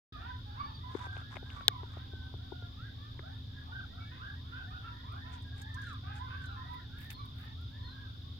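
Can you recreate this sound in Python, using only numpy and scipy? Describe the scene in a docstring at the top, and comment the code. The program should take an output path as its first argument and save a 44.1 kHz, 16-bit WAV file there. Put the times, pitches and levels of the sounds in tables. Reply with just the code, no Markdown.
"""A pack of coyotes yips, yaps and howls far off at night. Each call is a voice gliding in pitch,
blurred by the open land; the nearer ones are doubled by an echo. All along, the air rumbles,
a distant motor drones and insects trill with their wings. Now and then comes a thin whistle or whine.
A hand rubs and bumps the microphone, which clicks once, sharply. Later, steps crunch on gravel
as many small stones grind together."""
import sys
import numpy as np
from scipy import signal
from scipy.fft import rfft, irfft
from scipy.io import wavfile
from scipy.ndimage import uniform_filter1d, map_coordinates

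SR = 44100
rng = np.random.default_rng(int(sys.argv[2]) if len(sys.argv) > 2 else 0)


def wav_out(sig):
    """Save sig, one row per channel (or a flat mono array), as 16-bit PCM at SR to the path in sys.argv[1]."""
    wavfile.write(sys.argv[1], SR, np.round(np.clip(np.atleast_2d(sig).T, -1, 1) * 32767).astype(np.int16))


N = 369999
RASP_DEPTH, RASP_PER_S = .55, 700   # how deeply and how fast a hoarse voice shakes in strength

# How a coyote's throat and open mouth shape its voice, heard from afar.
# Each row: frequency in Hz, gain in dB.
THROAT = [(400, -20), (700, -9), (1000, -2), (1450, 0), (1750, -4), (2050, -13), (2600, -7), (3200, -13),
          (4500, -26)]


def from_db(db):
    """Turn decibels into a number to multiply a sound by."""
    return 10 ** (np.asarray(db) / 20)


def rms_one(x):
    """Scale a sound so that its average strength (rms) is 1."""
    return x / np.sqrt(np.mean(x ** 2) + 1e-30)


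def at_hz(points, hz):
    """Read between the rows of a (frequency, value) table, with octaves evenly spaced."""
    points = np.array(points)
    return np.interp(np.log(hz + 1e-9), np.log(points[:, 0]), points[:, 1])


def drift(rate, size=N):
    """A smooth random wobble, about 1 in size, that changes about rate times a second."""
    knots = rng.standard_normal(int(size / SR * rate) + 4)
    return map_coordinates(knots, [1 + np.arange(size) / SR * rate], order=3, mode="nearest")


def resonate(x, hz, width_hz):
    """Let a sound ring at one pitch: that pitch passes fully and the rest is weakened."""
    radius = np.exp(-np.pi * width_hz / SR)
    angle = 2 * np.pi * min(hz, SR / 2) / SR
    feedback = [1, -2 * radius * np.cos(angle), radius * radius]
    return signal.lfilter(np.array([1, 0, -1]) * (1 - radius * radius) / 2, feedback, x + 1e-18)


def placed(x, pan_db, lag_s):
    """Give a sound a direction: the left is pan_db louder, and the right is lag_s later."""
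    late = np.pad(x, (max(round(lag_s * SR), 0), 0))[:len(x)]
    return np.array([x * from_db(pan_db / 2), late * from_db(-pan_db / 2)])


def add(out, start_s, x):
    """Mix a short sound into out at the given time."""
    i = int(np.clip(round(start_s * SR), 0, N))
    out[..., i:i + x.shape[-1]] += x[..., :N - i]


def night_air():
    """Night air and far traffic rumble, with the low notes nearly the same left and right."""
    # The tone of the rumble. Each row: frequency in Hz, level in dB per Hz.
    spectrum = [(20, -78), (35, -78.5), (55, -69), (85, -66.5), (125, -68), (160, -80.5), (270, -84),
                (380, -93.5), (650, -101), (2400, -108), (5000, -108), (6200, -116), (7100, -117),
                (8000, -128), (10000, -124), (12000, -118.5), (15500, -120.5)]
    # How alike left and right are. Each row: frequency in Hz, likeness (1 means the same).
    likeness = [(60, 0.92), (130, 1), (290, 0.54), (640, 0.5), (1500, 1), (3500, 0.38), (15000, 0.13)]
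    hz = np.arange(N // 2 + 1) * SR / N
    mid, side = rfft(rng.standard_normal((2, N)))
    alike = np.clip(at_hz(likeness, hz), -1, 1)
    both = np.sqrt(1 + alike) * mid + np.sqrt(1 - alike) * side * [[1], [-1]]
    return irfft(both * from_db(at_hz(spectrum, hz)) * (hz > 15), N) * np.sqrt(SR) / 2


def motor(wander_hz=.55):
    """A distant motor drones on a few low tones that waver in pitch and strength."""
    # The motor's tones. Each row: pitch in Hz, average level in dB.
    tones = [(82.9, -51), (107.2, -52.5), (131, -80), (215, -72.5), (260, -63), (359, -96), (400, -97)]
    out = np.zeros(N)
    for hz, level_db in tones:
        strength = np.sqrt(2) * from_db(level_db + 1.8 * drift(6.4))
        out += strength * np.sin(2 * np.pi * np.cumsum(hz + wander_hz * drift(4.6)) / SR)
    return out


def insects():
    """Each wing stroke sings a note that falls as the wing slows; many singers blend into a hiss."""
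    # The trills. Each row: pitch in Hz, width of the band in Hz, level in dB before the last filter,
    # strokes per second, depth of pulsing from 0 to 1, fall in pitch over one stroke in Hz.
    trills = [(3621, 140, -61.5, 41, 0.18, 477), (3624, 305, -64.5, 57, 0.38, 350),
              (3462, 545, -62.5, 49, 0, 186), (4606, 1010, -67, 60, 0.07, 156)]
    out = np.zeros((2, N))
    for hz, width_hz, level_db, per_s, depth, fall_hz in trills:
        stroke = np.cumsum(per_s * (1 + 0.0433 * drift(6))) / SR % 1   # runs 0 to 1 in each stroke
        tone = np.exp(2j * np.pi * np.cumsum(hz + fall_hz * (.5 - stroke)) / SR)
        noise = rng.standard_normal((2, N)) + 1j * rng.standard_normal((2, N))
        slow_noise = signal.sosfilt(signal.butter(2, width_hz / 2, fs=SR, output="sos"), noise)
        rasp = np.real(slow_noise * tone)   # smears the tone into a narrow band
        out += from_db(level_db) * rms_one(rasp * (1 - depth * np.cos(2 * np.pi * stroke)))
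    return signal.sosfilt(signal.butter(4, [2400, 6500], "band", fs=SR, output="sos"), out)


def cry(hz, overtones_db, jitter, flutter_db, edge_s=.02, effort=.5):
    """A voice follows the pitch curve hz; jitter shakes its pitch and flutter_db its strength."""
    t = np.arange(len(hz)) / SR
    phase = 2 * np.pi * np.cumsum(hz * (1 + jitter * drift(141.1, len(t)))) / SR
    fade = np.sin(np.pi / 2 * np.clip(np.minimum(t, t[-1] - t) / edge_s, 0, 1))
    push = (hz / hz.max()) ** effort   # the voice is loudest at the top of the glide
    overtones = sum(from_db(db) * np.sin(k * phase) for k, db in enumerate(overtones_db, 2))
    flutter = from_db(flutter_db * drift(65.3, len(t)))
    return np.sqrt(2) * (np.sin(phase) + overtones) * fade * push * flutter


def coyote_voice(hz, rough, waver=.035, overtone_step_db=-10.5):
    """A nearly pure call shaped by the throat; the rougher it is, the more it wavers and rasps."""
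    rough = np.clip(rough, 0, 1)
    hz = hz * (1 + rough * waver * drift(38, len(hz)))
    overtones_db = [at_hz(THROAT, k * hz) - at_hz(THROAT, hz) + (k - 1) * overtone_step_db
                    for k in (2, 3)]
    tone = cry(hz, overtones_db, jitter=.008 + rough * .03, flutter_db=1.8 + rough * 3, effort=.8)
    return tone * (1 + rough * RASP_DEPTH * drift(RASP_PER_S, len(hz)))


def sag(length, start_hz, end_hz):
    """The pitch of a howl: held at first, then sinking faster and faster."""
    return start_hz + (end_hz - start_hz) * np.linspace(0, 1, int(length * SR)) ** 1.765


def slide(length, start_hz, end_hz):
    """The pitch of a yip, yap or whistle: it moves fast at first, then levels off."""
    return end_hz + (start_hz - end_hz) * np.linspace(1, 0, int(length * SR)) ** 1.5


def yap(hz):
    """A low, hoarse bark: its unsteady overtones fill the whole range where the throat rings."""
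    overtones_db = [at_hz(THROAT, k * hz) - at_hz(THROAT, hz) for k in range(2, 8)]
    tone = cry(hz, overtones_db, jitter=.03, flutter_db=3)
    return rms_one(tone * (1 + RASP_DEPTH * drift(RASP_PER_S, len(hz))))


def arch(length, start_hz, top_hz, end_hz, top_at):
    """The pitch of a yelp: it scoops up, rounds off and breaks downward."""
    progress = np.linspace(0, 1, int(length * SR))
    top_at = np.clip(top_at, .05, .95)
    rise_left = np.clip(1 - progress / top_at, 0, 1)
    fall_done = np.clip((progress - top_at) / (1 - top_at), 0, 1)
    return top_hz + (start_hz - top_hz) * rise_left ** 1.5 + (end_hz - top_hz) * fall_done ** 2.35


def near_calls():
    """Hand out every call of the nearer coyotes as its start time and its sound."""
    # Yelps, from clean to ragged. Each row: start and length in seconds, first, top and last pitch
    # in Hz, place of the top from 0 to 1, level in dB, roughness from 0 to 1.
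    yelps = [(.2, 0.13, 1257, 1525, 1450, 0.79, -54, 0.42), (0.237, 0.095, 897, 1003, 990, 0.62, -49.5, 0),
             (.56, 0.078, 882, 1160, 1090, 0.82, -43.5, 0.35),
             (0.647, 0.095, 837, 894, 880, 0.66, -55, 0.17),
             (1.031, 0.18, 1540, 1605, 1040, 0.57, -50, 0.02),
             (1.168, 0.23, 1630, 1675, 1620, 0.33, -61, 0.08),
             (1.381, .12, 1380, 1630, 1600, .95, -59.5, .2), (1.979, 0.31, 721, 795, 761, .18, -64, 0.07),
             (2.767, 0.13, 1130, 1620, 1500, 0.77, -56, 0.25),
             (2.97, 0.14, 1090, 1216, 1120, .8, -61.5, .05),
             (3.199, 0.18, 1200, 1810, 1600, 0.94, -66.5, 0.48),
             (3.528, 0.12, 1503, 1760, 1510, 0.48, -62, 0.6),
             (3.713, .105, 1410, 1607, 940, 0.66, -48, 0.14),
             (3.971, 0.086, 1222, 1366, 1280, 0.64, -56.5, 0.4),
             (3.996, 0.062, 2250, 2276, 2260, .2, -62, 0),
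             (4.189, 0.13, 1200, 1610, 1040, 0.78, -48.5, .25),
             (4.22, 0.1, 1487, 1672, 1550, 0.71, -50, 0.27),
             (4.516, 0.12, 1302, 1562, 1360, 0.55, -46.5, .22),
             (4.698, 0.099, 1080, 1464, 1320, .7, -52.5, 0.4),
             (4.831, .065, 1340, 1381, 1250, 0.56, -50, 0.33),
             (4.847, 0.21, 1550, 1843, 1644, 0.52, -63.5, 0.86),
             (5.029, 0.13, 883, 1218, 950, 0.67, -52.5, 0.26),
             (5.23, 0.16, 967, 1010, 952, 0.22, -59, 0.17),
             (5.442, 0.12, 1570, 1685, 1550, 0.52, -60.5, 0.3),
             (5.603, .17, 1610, 1775, 1730, 0.64, -56, .2),
             (5.766, 0.083, 1537, 1670, 1350, 0.47, -45, 0.29),
             (5.814, 0.11, 1659, 1750, 1560, 0.48, -56, 0.52),
             (6.017, 0.21, 1330, 1653, 1590, 0.65, -62, 0.66),
             (6.219, 0.074, 1524, 1550, 1300, .3, -55.5, .15),
             (6.041, 0.092, 1108, 1263, 1210, 0.72, -57.5, 0.15),
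             (6.027, 0.16, 718, 836, 800, 0.75, -58, 0.15), (6.188, 0.078, 943, 1048, 1010, 0.9, -48, 0.08),
             (6.31, 0.2, 1484, 1600, 1367, 0.29, -52.5, 0.42),
             (6.52, 0.32, 1480, 1972, 1430, 0.7, -62.5, 0.32),
             (6.682, 0.092, 951, 1005, 960, 0.52, -47, 0.15),
             (6.89, .22, 1390, 1810, 1660, 0.83, -59.5, 0.22),
             (7.164, 0.091, 980, 1160, 937, 0.4, -51.5, .05),
             (7.381, .13, 1620, 1790, 1690, .65, -63.5, .35),
             (7.564, 0.097, 1230, 1402, 1370, 0.55, -63, 0.06),
             (7.869, 0.13, 1397, 1633, 1380, 0.63, -61.5, .2),
             (7.969, 0.11, 1530, 1670, 1450, 0.25, -60.5, 0.17),
             (8.229, 0.1, 1054, 1127, 1020, 0.5, -68, 0)]
    # Light rising yips, short sinking howls and hoarse rising yaps.
    # Each row: start and length in seconds, first and last pitch in Hz, level in dB.
    yips = [(.15, 0.088, 640, 837, -57), (.45, 0.12, 819, 833, -58), (.83, 0.098, 978, 1034, -52.5),
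            (.995, 0.04, 970, 1032, -43), (1.93, 0.14, 1120, 1667, -68), (2.38, 0.11, 669, 779, -62.5),
            (2.98, 0.093, 1603, 1775, -65.5), (3.22, 0.09, 597, 800, -58), (3.68, 0.058, 795, 946, -59.5),
            (3.92, 0.097, 666, 729, -62.5), (4.17, 0.075, 983, 1300, -58), (4.4, 0.11, 1130, 1400, -70),
            (4.65, 0.062, 1580, 1863, -60.5), (4.8, 0.07, 602, 882, -63), (5.09, 0.18, 1158, 1850, -56.5),
            (5.12, 0.085, 652, 870, -57), (5.24, 0.11, 625, 851, -62), (5.57, 0.11, 778, 880, -61),
            (5.738, 0.0433, 894, 1155, -45), (6.29, 0.07, 964, 1163, -56), (6.46, 0.15, 696, 891, -61),
            (6.38, 0.078, 1036, 1180, -61), (6.56, 0.1, 1696, 1903, -59), (6.62, 0.13, 1200, 1285, -61.5),
            (6.92, 0.074, 1385, 1420, -61), (7.7, 0.085, 1506, 1790, -63), (7.77, 0.22, 900, 1092, -65),
            (7.82, 0.068, 1630, 1980, -64), (8.13, .11, 1560, 1710, -75.5), (1.9, 0.12, 1000, 1350, -66),
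            (4.04, .09, 1600, 1850, -62.5), (3.93, 0.102, 1380, 1573, -65), (.16, .12, 1650, 1860, -63)]
    howls = [(.08, 0.12, 1300, 1140, -54.5), (.67, 0.058, 1460, 1050, -57),
             (1.495, 0.11, 1584, 1037, -59.5), (1.555, 0.084, 1165, 1070, -50),
             (1.69, 0.057, 1190, 930, -46.5), (1.74, 0.082, 996, 939, -51), (1.83, 0.11, 1483, 986, -66),
             (2.11, 0.18, 1543, 1505, -61), (2.5, 0.19, 1452, 1365, -64), (2.52, 0.14, 721.6, 691, -59),
             (4.86, 0.1, 988, 962, -60.5), (5.86, 0.093, 1463, 927, -49.5),
             (6.47, 0.088, 1446, 1036, -52.5), (6.55, 0.094, 1050, 992, -54),
             (6.5, 0.11, 1440, 1255, -57.5)]
    yaps = [(.19, .12, 440, 510, -59), (.55, .11, 477, 586, -60), (1.931, 0.12, 431, 537, -62.5),
            (4.109, 0.094, 472, 591, -58.5), (4.51, 0.097, 468.6, 517, -59), (4.811, 0.069, 380, 466, -59),
            (5.248, 0.13, 430, 482.5, -59), (6.03, 0.127, 370.3, 424, -57), (6.278, 0.12, 473.3, 563, -56),
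            (7.38, 0.132, 388.5, 437, -61)]
    for start_s, *shape, level_db, rough in yelps:
        yield start_s, from_db(level_db) * coyote_voice(arch(*shape), rough)
    for start_s, *shape, level_db in yips:
        yield start_s, from_db(level_db) * coyote_voice(slide(*shape), rough=.25)
    for start_s, *shape, level_db in howls:
        yield start_s, from_db(level_db) * coyote_voice(sag(*shape), rough=.1)
    for start_s, *shape, level_db in yaps:
        yield start_s, from_db(level_db) * yap(slide(*shape))


def land_scatter(x, fade_s):
    """Trees and sheds scatter a sound into a tail that fades by 60 dB in fade_s seconds."""
    t = np.arange(SR) / SR
    tail = rng.standard_normal((2, SR)) * from_db(-60 * t / fade_s) * (1 - np.exp(-t / 0.0036))
    return signal.fftconvolve(x[None], rms_one(tail) / np.sqrt(SR), axes=1)[:, :N]


def near_coyotes():
    """Each call arrives from one side, again as an echo, and then scattered by the land."""
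    # The direct path and the echo. Each row: delay in seconds, gain in dB,
    # left minus right in dB, usual lag of the right side in seconds.
    paths = [(0, -1.3, -5, .00058), (.04, -4.5, 0, .00045)]
    pack = np.zeros((2, N))
    for start_s, voice in near_calls():
        for delay_s, path_db, pan_db, lag_s in paths:
            own_lag_s = lag_s * (1 + .15 * rng.standard_normal())   # each call has its own spot
            add(pack, start_s + delay_s, placed(voice * from_db(path_db), pan_db, own_lag_s))
    return pack + from_db(-10) * land_scatter(pack[1], fade_s=.22)


def far_coyotes(near, count=170, join_s=.2):
    """Many faint yelps from further off blur together and swell with the nearer voices."""
    pack = np.zeros(N)
    for k, (when, span, height, scoop, drop, top_at) in enumerate(rng.random((count, 6))):
        top_hz = 750 + 1300 * height
        start_hz, end_hz = top_hz * (.85 - .2 * scoop), top_hz * (1 - .2 * drop)
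        hz = arch(.07 + .1 * span, start_hz, top_hz, end_hz, .7 + .25 * top_at)
        voice = from_db(at_hz(THROAT, hz) / 2) * coyote_voice(hz, rough=.25)
        add(pack, (k + when) / count * N / SR, voice)
    blur = rms_one(placed(pack, pan_db=-3.5, lag_s=0.0004) + land_scatter(pack, fade_s=0.3))
    near_power = uniform_filter1d(np.mean(near ** 2, axis=0), int(join_s * SR))
    near_strength = np.sqrt(np.abs(near_power))
    swell = (near_strength / from_db(-60)) ** .55   # grows .55 dB for each dB of the nearer voices
    return blur * from_db(-66.5) * swell


def thin_whistles(warbles_per_s=12.8):
    """Thin, high whistles or whines; some warble, others fall and level off."""
    # The whistles. Each row: start and length in seconds, first pitch in Hz,
    # fall and warble as shares of the pitch, level in dB.
    whistles = [(0.497, 0.054, 4530, .005, .028, -64), (0.58, 0.22, 4550, 0.0053, .024, -62.5),
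                (5.842, .13, 4150, .07, 0, -66), (6.439, .13, 4070, .05, 0, -65),
                (7.125, .13, 4360, .085, 0, -61), (7.823, .14, 4380, .085, 0, -60)]
    out = np.zeros(N)
    for start_s, length, start_hz, fall, warble, level_db in whistles:
        hz = slide(length, start_hz, start_hz * (1 - fall))
        hz = hz * (1 + warble * np.sin(2 * np.pi * warbles_per_s * np.arange(len(hz)) / SR))
        whistle = cry(hz, overtones_db=[-38], jitter=0.0067, flutter_db=3.5, edge_s=0.038)
        add(out, start_s, from_db(level_db) * whistle)
    return out + from_db(-8) * land_scatter(out, fade_s=0.3)


def scuff(length, crunch_db, hiss_db, crunch_hz, hiss_hz, grains_per_s=1300):
    """Many small grains grind together, making a dull crunch under a bright hiss."""
    size = int(length * SR)
    hits = rng.random(size) < grains_per_s / SR
    grains = hits * from_db(4.5 * np.minimum(rng.exponential(1, size), 3))
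    grind = grains * rng.standard_normal((2, size)) * signal.windows.tukey(size, .9)
    crunch = resonate(resonate(grind, crunch_hz, crunch_hz), crunch_hz, crunch_hz)
    hiss = resonate(resonate(grind, hiss_hz, hiss_hz / 2), hiss_hz, hiss_hz)
    return from_db(crunch_db) * rms_one(crunch) + from_db(hiss_db) * rms_one(hiss)


def hand_rubs():
    """The hand scuffs the microphone's case as it shifts its grip."""
    # The rubs. Each row: start and length in seconds, level of the dull part in dB.
    rubs = [(0.86, 0.23, -57), (0.995, 0.1, -55), (1.089, 0.17, -61), (1.29, 0.11, -55.5), (1.398, .3, -61),
            (1.798, 0.25, -67)]
    out = np.zeros((2, N))
    for start_s, length, level_db in rubs:
        add(out, start_s, scuff(length, level_db, level_db - 15.5, crunch_hz=980, hiss_hz=5250))
    return out


def hand_bumps(slip=.14, slip_fade_s=.0025):
    """A finger pushes and slips on the case: a thud, a knock and a tick whose pitch varies by spot."""
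    # The touches. Each row: start in seconds, levels of thud, knock and tick in dB, tick pitch in Hz.
    touches = [(0.949, -39, -53.5, -61, 1400), (1.067, -61, -59, -60, 1510), (1.167, -64, -58, -60.5, 2580),
               (1.214, -76, -69, -70, 1900), (1.357, -57.5, -59, -59, 2150), (1.368, -67, -52, -53, 1960),
               (1.426, -55.5, -61, -74, 1500), (1.502, -74, -83, -59, 2600), (1.608, -74, -61, -56, 1370),
               (1.682, -51.5, -49, -43.5, 1500), (1.832, -54.5, -57.5, -70, 1400),
               (1.969, -57.5, -57, -76, 1400), (2.133, -55, -67, -73, 1500), (2.339, -58, -60.5, -76, 1200),
               (2.52, -48, -54.5, -70, 1080), (2.623, -63, -67.5, -81, 1400),
               (3.192, -57.5, -71, -57.5, 1330)]
    # How the case rings, thud first and then knock. Each row: pitch in Hz, width in Hz.
    case_rings = [(365, 150), (720, 350)]
    thud_hz = case_rings[0][0]
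    out = np.zeros((2, N))
    t = np.arange(SR // 50) / SR
    for start_s, *levels_db, tick_hz in touches:
        touch = 0
        for (hz, width_hz), level_db in zip([*case_rings, (tick_hz, tick_hz * .5)], levels_db):
            slipping = slip * rng.standard_normal(len(t)) * np.exp(-t / slip_fade_s)
            push = signal.unit_impulse(len(t)) + slipping * np.sqrt(hz / thud_hz)
            soft_finger = signal.butter(3, min(1.8 * hz, SR / 4), fs=SR, output="sos")   # cuts highs
            push = signal.sosfilt(soft_finger, push)
            ring = resonate(resonate(push, hz, width_hz), hz, 2 * width_hz)
            touch = touch + from_db(level_db) * rms_one(ring)
        add(out, start_s, placed(touch, pan_db=13, lag_s=0))
    return out


def click(start_s=1.6814, peak_db=-1.0, turn_degrees=105):
    """One hard snap right by the microphone reaches left and right about a quarter cycle apart."""
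    # The snap's very short rings. Each row: pitch in Hz, width in Hz, relative level in dB.
    rings = [(1100, 1500, -22), (3600, 1100, 0), (6300, 600, -16), (8400, 1500, -18), (11700, 1400, -18),
             (14600, 1700, -22)]
    hit = signal.unit_impulse(SR // 20, SR // 200)
    snap = sum(from_db(level_db) * resonate(resonate(hit, hz, width_hz), hz, width_hz)
               for hz, width_hz, level_db in rings)
    turned = np.real(signal.hilbert(snap) * np.exp(-1j * np.radians(turn_degrees)))
    both = np.array([snap, turned])
    out = np.zeros((2, N))
    add(out, start_s - hit.argmax() / SR, from_db(peak_db) * both / np.abs(both).max())
    return out


def gravel_steps():
    """Each step scuffs the gravel; now and then a single stone snaps underfoot."""
    # Steps of shoes and paws. Each row: start and length in seconds, hiss level in dB, hiss pitch in Hz.
    steps = [(5.304, .09, -71.5, 5600), (5.551, .093, -71.5, 7000), (5.778, .18, -73, 5600),
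             (6.13, .085, -71, 6200), (6.403, .08, -75, 6000), (6.678, .1, -78, 13000),
             (6.95, .16, -69, 14500), (7.09, .05, -65, 15200), (7.32, .18, -75, 14500)]
    # Snapping stones. Each row: start in seconds, peak level in dB, pitch in Hz.
    stones = [(5.122, -60, 12600), (5.335, -55, 6500), (5.422, -58.5, 8130), (5.617, -45.5, 6500),
              (5.743, -47.5, 5670), (5.817, -53, 6500), (5.838, -57, 7000), (5.868, -59, 7000),
              (5.930, -55, 7400), (6.165, -60, 6500), (6.458, -53, 6550), (6.985, -61, 13500),
              (7.005, -52, 14500), (7.025, -55, 13500), (7.06, -57, 14500), (5.616, -52, 14000),
              (7.103, -34.5, 2310), (7.105, -39.5, 13300), (7.127, -46, 13900), (7.255, -55, 13100),
              (7.612, -60, 13900)]
    out = np.zeros((2, N))
    for start_s, length, hiss_db, hiss_hz in steps:
        add(out, start_s, scuff(length, hiss_db + 6, hiss_db, crunch_hz=1700, hiss_hz=hiss_hz))
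    t = np.arange(SR // 20) / SR
    for start_s, peak_db, hz in stones:
        burst = rng.standard_normal((2, len(t))) * np.exp(-t / 0.0069)
        snap = resonate(burst, hz, hz / 2)
        add(out, start_s, from_db(peak_db) * snap / np.abs(snap).max())
    return out


def scene():
    """The pack, the night around it, and the small sounds close by."""
    near = near_coyotes()
    distant = near + far_coyotes(near) + thin_whistles() + insects() + night_air() + motor()
    return distant + hand_bumps() + hand_rubs() + click() + gravel_steps()


def record(dry):
    """The microphone opens after a moment of silence, and the highest treble is cut."""
    open_s, cutoff_hz = .123, 15900
    opened = np.clip((np.arange(N) / SR - open_s) / .002, 0, 1)
    return signal.sosfilt(signal.ellip(10, .1, 80, cutoff_hz, fs=SR, output="sos"), dry * opened)


dry = scene()
out = record(dry)
wav_out(out)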